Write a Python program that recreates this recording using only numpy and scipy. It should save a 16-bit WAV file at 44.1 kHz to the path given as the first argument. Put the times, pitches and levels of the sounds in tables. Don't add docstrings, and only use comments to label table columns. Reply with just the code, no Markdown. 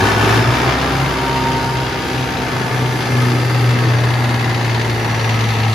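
import sys
import numpy as np
from scipy import signal
from scipy.fft import rfft, irfft, next_fast_len
from scipy.io import wavfile
from scipy.ndimage import uniform_filter1d, map_coordinates

SR = 44100
rng = np.random.default_rng(int(sys.argv[2]) if len(sys.argv) > 2 else 0)


def to_wav(sig):
    pcm = np.clip(np.atleast_2d(sig), -1, 1) * 32767
    pcm = np.round(pcm).astype(np.int16)
    wavfile.write(sys.argv[1], SR, pcm.T)


N = 253134
FIRINGS_PER_TURN = 3


def amp(db):
    return 10 ** (np.asarray(db) / 20)


def unit(x):
    return x / np.sqrt(np.mean(x ** 2) + 1e-20)


def along(points, hz):
    knots_hz, values = np.transpose(points)
    return np.interp(np.log(hz + 1), np.log(knots_hz + 1), values)


def curves(rows):
    times_s, *columns = np.transpose(rows)
    return [np.interp(np.arange(N) / SR, times_s, column) for column in columns]


def wobble(rate_hz):
    steps = np.arange(0, N, 64)
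    knots = rng.standard_normal(int(N * rate_hz / SR) + 4)
    return np.interp(np.arange(N), steps, map_coordinates(knots, [steps * rate_hz / SR]))


def filtered(x, response):
    size = next_fast_len(N + 8192, real=True)
    hz = np.fft.rfftfreq(size, 1 / SR)
    return irfft(rfft(x, size) * response(hz), size)[..., :N]


def tone(cycles, rms_db):
    return np.sqrt(2) * amp(rms_db) * np.sin(2 * np.pi * cycles)


def noise():
    return rng.standard_normal((2, N))


# f/Hz, coherence/0-1, left minus right/dB
MIC_PORTS = [(60, 0.96, -0.5), (130, 0.86, 1.5), (280, 0.87, .5), (590, 0.79, 0.5), (1330, 0.46, 0.1),
             (2780, 0.53, 4), (4460, 0.73, 2.5), (5770, 0.42, 2.8), (6700, 0.86, 1.5), (7600, 1, -1)]

def spread(pair, spectrum):
    coherence = [row[:2] for row in MIC_PORTS] + [(SR / 5, 1)]
    def response(hz):
        angle = np.arccos(np.clip(along(coherence, hz), 0, 1)) / 2
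        return amp(along(spectrum, hz)) * [np.cos(angle), np.sin(angle)]
    mid, side = filtered(pair, response)
    return unit(np.array([mid + side, mid - side]))


def blend(pair, front, rear_spectrum, front_spectrum):
    return unit((1 - front) * spread(pair, rear_spectrum) + front * spread(pair, front_spectrum))


def housing(x, ripple_db):
    frames = signal.stft(x, nperseg=2048)[2]
    ripple = uniform_filter1d(rng.standard_normal(frames.shape[1:]), size=2, axis=0)
    ripple = uniform_filter1d(ripple, size=36, axis=1)
    return signal.istft(frames * amp(ripple_db * unit(ripple)), nperseg=2048)[1][:, :N]


def blows(firings, t60_s, scatter_db, pairs=3):
    t = np.arange(SR // 8) / SR
    rings = rng.standard_normal((pairs, 2, len(t))) * amp(-60 * t / t60_s)
    onsets = np.flatnonzero(np.diff(np.floor(firings)))
    hits = np.zeros((pairs, 1, N))
    hits[np.arange(len(onsets)) % pairs, 0, onsets] = amp(scatter_db * wobble(60)[onsets])
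    return unit(signal.oaconvolve(hits, rings, axes=2).sum(axis=0)[:, :N])


# t/s, air roar/dB, block knock/dB, injector clatter/dB, hiss/dB
BAY_LEVELS = [(0, -16.5, -18.5, -24.5, -34.5), (0.08, -19, -16, -23.5, -32.0),
              (0.16, -18.5, -19, -26, -35.5), (0.3, -16, -15.5, -23, -34.0), (0.38, -16.5, -16.5, -23, -35),
              (0.45, -20.0, -18.5, -27, -38.5), (0.58, -19.5, -19.5, -24.5, -36.5),
              (0.68, -20.5, -17, -24.5, -40), (0.78, -22, -20.5, -26, -39.5),
              (1, -21.5, -21.5, -27.0, -38.0), (1.2, -24, -23.5, -27.5, -40),
              (1.45, -22.5, -23.0, -27.5, -40), (1.7, -24.0, -24.5, -29.5, -40.5),
              (2, -24, -25.5, -28.5, -41), (2.3, -22.5, -25, -29, -41), (2.6, -22, -22.5, -28.5, -41),
              (2.9, -23.5, -24.5, -29, -39), (3.2, -23, -23.0, -28.5, -37.5), (3.5, -23.5, -24, -29, -38.5),
              (3.9, -23, -23.0, -28.0, -41), (4.2, -26.5, -23.5, -29, -39.5), (4.6, -25.5, -23.5, -27, -41),
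              (5, -26, -23.0, -28, -40.5), (5.4, -25.5, -23.0, -26.5, -40.5), (5.74, -28, -24, -27, -39)]
# f/Hz, relative level/dB
AIR_RUMBLE = [(15, -40), (28, -24), (42, -9), (58, -2.5), (100, 7), (150, 4), (200, -16), (300, -36)]
AIR_ROAR_REAR = [(60, -60), (110, -22), (160, -5.5), (200, -4.5), (260, -2), (400, 0), (500, -5.5),
                 (620, -7.5), (740, -9.5), (960, -38), (1600, -120)]
AIR_ROAR_FRONT = [(60, -60), (110, -18), (155, -1), (200, -4.5), (240, -3), (310, -1.5), (440, -3.5),
                  (520, -5), (600, -4.5), (740, -9), (960, -36), (1600, -120)]
AIR_HISS = [(4000, -40), (6300, -16), (7200, 3.5), (8200, -1), (9500, 0), (10500, -6), (12500, -7),
            (14200, -8.5), (15600, -12)]

def airflow(firings, front):
    roar_db, _, _, hiss_db = curves(BAY_LEVELS)
    rumble = amp(-29.5 + 0.54 * (roar_db - roar_db.mean())) * spread(noise(), AIR_RUMBLE)
    panels = housing(noise() + amp(-6) * blows(firings, t60_s=0.083, scatter_db=2.0), ripple_db=2.0)
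    roar = amp(roar_db - 1.5) * blend(panels, front, AIR_ROAR_REAR, AIR_ROAR_FRONT)
    flicker_db = 0.78 * wobble(90) + 0.49 * wobble(9)
    hiss = amp(hiss_db + 0.26 + flicker_db) * spread(noise(), AIR_HISS)
    return rumble + roar + hiss


# t/s, f/Hz, level/dB
TURBO_WHISTLE = [(0, 5800, -52), (1.6, 5820, -61), (2, 6005, -53), (2.4, 6123, -51), (2.65, 6050, -50),
                 (3.1, 5874, -43), (3.4, 5834, -51), (4, 5790, -47), (4.7, 5797, -61), (5.1, 5820, -40),
                 (5.35, 5842, -43), (5.74, 5940, -51)]
INTAKE_RUSH = [(0, 5300, -42), (.35, 5240, -35.5), (1, 4955, -43), (1.7, 4861, -40), (2.4, 4967, -47),
               (3.3, 4848, -38.5), (4, 4670, -40.5), (5.74, 4530, -54)]

def turbo():
    whistle_hz, whistle_db = curves(TURBO_WHISTLE)
    rush_hz, rush_db = curves(INTAKE_RUSH)
    whistle = tone(np.cumsum(whistle_hz) / SR + .1 * wobble(70), whistle_db + 1.5 * wobble(18))
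    turbulence = unit(filtered(noise(), lambda hz: 1 / (1 + (hz / 220) ** 2)))
    rush_mid, rush_side = turbulence * tone(np.cumsum(rush_hz) / SR, rush_db)
    return whistle + rush_mid + 0.58 * rush_side * [[1], [-1]]


# t/s, timing gear/dB, compressor rotor/dB
GEAR_WHINE = [(0, -24, -37), (.2, -34, -40), (.5, -27, -42), (.75, -40, -29), (1.05, -34, -32),
              (1.25, -25.5, -39), (1.5, -21.5, -32), (1.7, -25.5, -38), (2, -35, -35), (2.4, -34.5, -37),
              (2.65, -33.5, -42), (2.85, -32.5, -42), (3.2, -40, -43), (5.74, -50, -53)]

def gears(firings, teeth=44, lobes_per_firing=12.22):
    gear_db, rotor_db = curves(GEAR_WHINE)
    turns = firings / FIRINGS_PER_TURN
    swing_db = 2 * np.sin(2 * np.pi * turns)
    gear = tone(teeth * turns + .055 * wobble(45), gear_db + 1.3 * wobble(30) + swing_db)
    rotor = tone(lobes_per_firing * firings + 0.14 * wobble(30), rotor_db + 2.2 * wobble(14))
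    return gear * amp([[-1], [1]]) + rotor


# t/s, f/Hz
BLADE_RATE = [(0, 104), (.3, 110), (.5, 121), (.8, 130.4), (1.1, 135), (1.5, 128), (2.2, 127.6), (3.2, 123),
              (3.8, 120.5), (4.3, 120.3), (5, 114.5), (5.74, 110.3)]
# t/s, level/dB
BEATING_HUM = [(0.0, -34), (0.03, -14), (0.09, -22), (0.14, -25), (0.21, -16.5), (0.34, -17.5),
               (0.4, -12.5), (0.45, -23), (0.49, -10), (0.59, -32), (0.62, -19), (0.69, -18.5), (0.8, -28),
               (0.83, -24), (0.89, -29), (0.93, -24), (1.02, -18), (1.17, -33), (1.23, -22), (1.28, -33),
               (1.32, -24), (1.55, -24), (1.61, -31), (1.65, -23.5), (1.82, -22), (2.0, -37), (2.08, -28),
               (2.21, -19), (2.3, -30), (2.33, -26), (2.43, -29), (2.46, -28), (2.51, -35), (2.57, -21),
               (2.7, -28), (2.73, -21), (2.8, -17.5), (2.96, -18.5), (3.01, -26), (3.09, -24),
               (3.13, -16.5), (3.2, -14), (3.44, -17.5), (3.69, -12), (3.77, -16.5), (3.87, -13.5),
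               (4.65, -19), (4.7, -16.5), (5.08, -21.5), (5.12, -18), (5.2, -20), (5.28, -15.5), (5.6, -17),
               (5.69, -14), (5.74, -16)]
# t/s, level/dB
BLADE_OVERTONE = [(0, -30), (.7, -32.5), (1.3, -29), (1.5, -26), (1.75, -33), (2.1, -30), (2.7, -34.5),
                  (3, -29.5), (3.35, -24), (3.55, -38), (3.8, -26.5), (4.05, -46), (4.3, -26), (4.6, -38),
                  (5.1, -32), (5.74, -30.5)]

def fan():
    passes = np.cumsum(curves(BLADE_RATE)[0]) / SR + 0.0094 * wobble(18)
    overtone_db = curves(BLADE_OVERTONE)[0]
    hum = tone(passes, curves(BEATING_HUM)[0] - .4)
    second = tone(2 * passes + 0.013 * wobble(15), overtone_db + 1.2 * wobble(7))
    third = tone(3 * passes + 0.049 * wobble(12), overtone_db - 13.5 + 2.5 * wobble(7))
    return hum + second + third


# multiple of crank speed, rear level/dB, front level/dB
CRANK_ORDERS = [(7.51, -34, -38), (9.05, -38.5, -45), (11.98, -42, -42), (14.99, -40, -39.5),
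                (17.97, -32, -44), (21.74, -44, -40), (23.86, -38, -48), (39.64, -51, -39),
                (45.66, -48, -38), (48.1, -55, -43), (57, -37, -54)]

def drone(firings, front):
    turns = firings / FIRINGS_PER_TURN
    return sum(tone(order * turns + rng.random(), rear_db + front * (front_db - rear_db) + 1.8 * wobble(6))
               for order, rear_db, front_db in CRANK_ORDERS)


# t/s, level/dB
EXHAUST_THROB = [(0, -31), (0.4, -31.0), (0.7, -26), (1.1, -29), (1.6, -34), (2, -36), (2.3, -34.0),
                 (2.8, -49), (3.5, -44.0), (4.4, -48), (4.9, -34), (5.74, -45)]

def exhaust(firings):
    return tone(firings, curves(EXHAUST_THROB)[0])


# rear level/dB, front level/dB
INJECTORS = [(0, -3.3), (1, 4), (2, -0.5), (1, -2), (1.5, 4), (1.5, 2.8)]

def injections(firings, front, rise_periods=0.056, decay_periods=0.83, scatter_db=1.3):
    count, age = np.divmod(firings, 1)
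    count = count.astype(int)
    rear_db, front_db = np.array(INJECTORS)[count % len(INJECTORS)].T
    level_db = rear_db + front * (front_db - rear_db) + scatter_db * rng.standard_normal(1024)[count]
    return unit(amp(level_db) * (1 - np.exp(-age / rise_periods)) * np.exp(-age / decay_periods))


# f/Hz, relative level/dB
CLATTER_REAR = [(1240, -45), (2100, -4.5), (2540, -1), (3500, -4), (4340, -7), (5070, -8), (5540, -11),
                (6200, -12), (7200, -16.5), (9360, -48), (15800, -120)]
CLATTER_FRONT = [(1300, -36), (2100, 1), (2280, -3), (2650, 2), (3050, -4.5), (3300, -4.5), (3650, -3.5),
                 (4000, -5.5), (4550, -4.5), (4950, -10), (6200, -12), (7200, -18), (9400, -49)]

def injector_clatter(firings, front, bursts):
    _, _, clatter_db, hiss_db = curves(BAY_LEVELS)
    ticks = bursts * noise() + amp(-7) * blows(firings, t60_s=.04, scatter_db=1) + amp(-2) * noise()
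    ticks = housing(ticks, ripple_db=1.8)
    head = amp(clatter_db - 0.28) * blend(ticks, front, CLATTER_REAR, CLATTER_FRONT)
    edge = amp(hiss_db - 9) * spread(bursts * noise(), AIR_HISS)
    return head + edge


# f/Hz, relative level/dB
KNOCK_REAR = [(390, -31), (660, -0.5), (800, 0.5), (930, -1), (1050, 0), (1200, 1), (1320, -1.5), (1550, 1),
              (1850, -4.5), (2300, -7.5), (2990, -44), (5000, -120)]
KNOCK_FRONT = [(390, -9), (660, -9.5), (801, 0.5), (848, -2), (951, -2.5), (1030, -4.5), (1180, -6),
               (1270, -2.5), (1390, -7), (1570, -8.5), (1660, -4.5), (2070, -3.5), (2300, -15.5),
               (2990, -41), (5060, -120)]

def block_knock(firings, front, bursts):
    _, knock_db, _, _ = curves(BAY_LEVELS)
    rings = amp(-3.5) * blows(firings, t60_s=0.088, scatter_db=1.5)
    knocks = housing(rings + amp(-4.5) * bursts * noise() + amp(-1.5) * noise(), ripple_db=2.5)
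    return amp(knock_db - 0.02) * blend(knocks, front, KNOCK_REAR, KNOCK_FRONT)


def engine(firings, front):
    tones = exhaust(firings) + drone(firings, front)
    bursts = injections(firings, front)
    return tones + block_knock(firings, front, bursts) + injector_clatter(firings, front, bursts)


# t/s, f/Hz
FIRING_RATE = [(0.0, 62), (0.13, 65), (0.26, 61), (0.4, 60), (0.55, 63.32), (0.7, 66.4), (1.0, 64.29),
               (1.3, 63.52), (1.6, 63), (1.9, 64), (2.2, 63.3), (2.5, 61), (2.9, 61.4), (3.3, 60.79),
               (3.7, 62.3), (4.1, 58.6), (4.5, 59.4), (5.0, 60.1), (5.4, 61.6), (5.74, 62.5)]

def scene():
    firings = np.cumsum(curves(FIRING_RATE)[0]) / SR + .66
    front = curves([(1.8, 0.069), (4.3, 0.98)])[0]
    return engine(firings, front) + gears(firings) + turbo() + fan() + airflow(firings, front)


# f/Hz, right lead/rad
PORT_PHASE = [(5800, 0), (6700, .9), (7500, 2.6), (7900, 3.08), (8500, 3.25), (9500, 4.3), (10800, 5.9),
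              (12100, 6.6), (13400, 8), (14300, 9.35), (15800, 9.45)]

def record(dry, ceiling=.95, low_hz=15, top_hz=15800):
    balance_db = [(hz, db) for hz, _, db in MIC_PORTS] + [(SR / 5, 0)]
    side = np.array([[.5], [-.5]])
    def ports(hz):
        return amp(side * along(balance_db, hz)) * np.exp(-1j * side * along(PORT_PHASE, hz))
    heard = filtered(dry, ports)
    rounded = heard / (1 + np.abs(heard / ceiling) ** 10) ** (1 / 10)
    return filtered(rounded, lambda hz: (hz < top_hz) * hz ** 2 / (hz ** 2 + low_hz ** 2))


dry = scene()
out = record(dry)
to_wav(out)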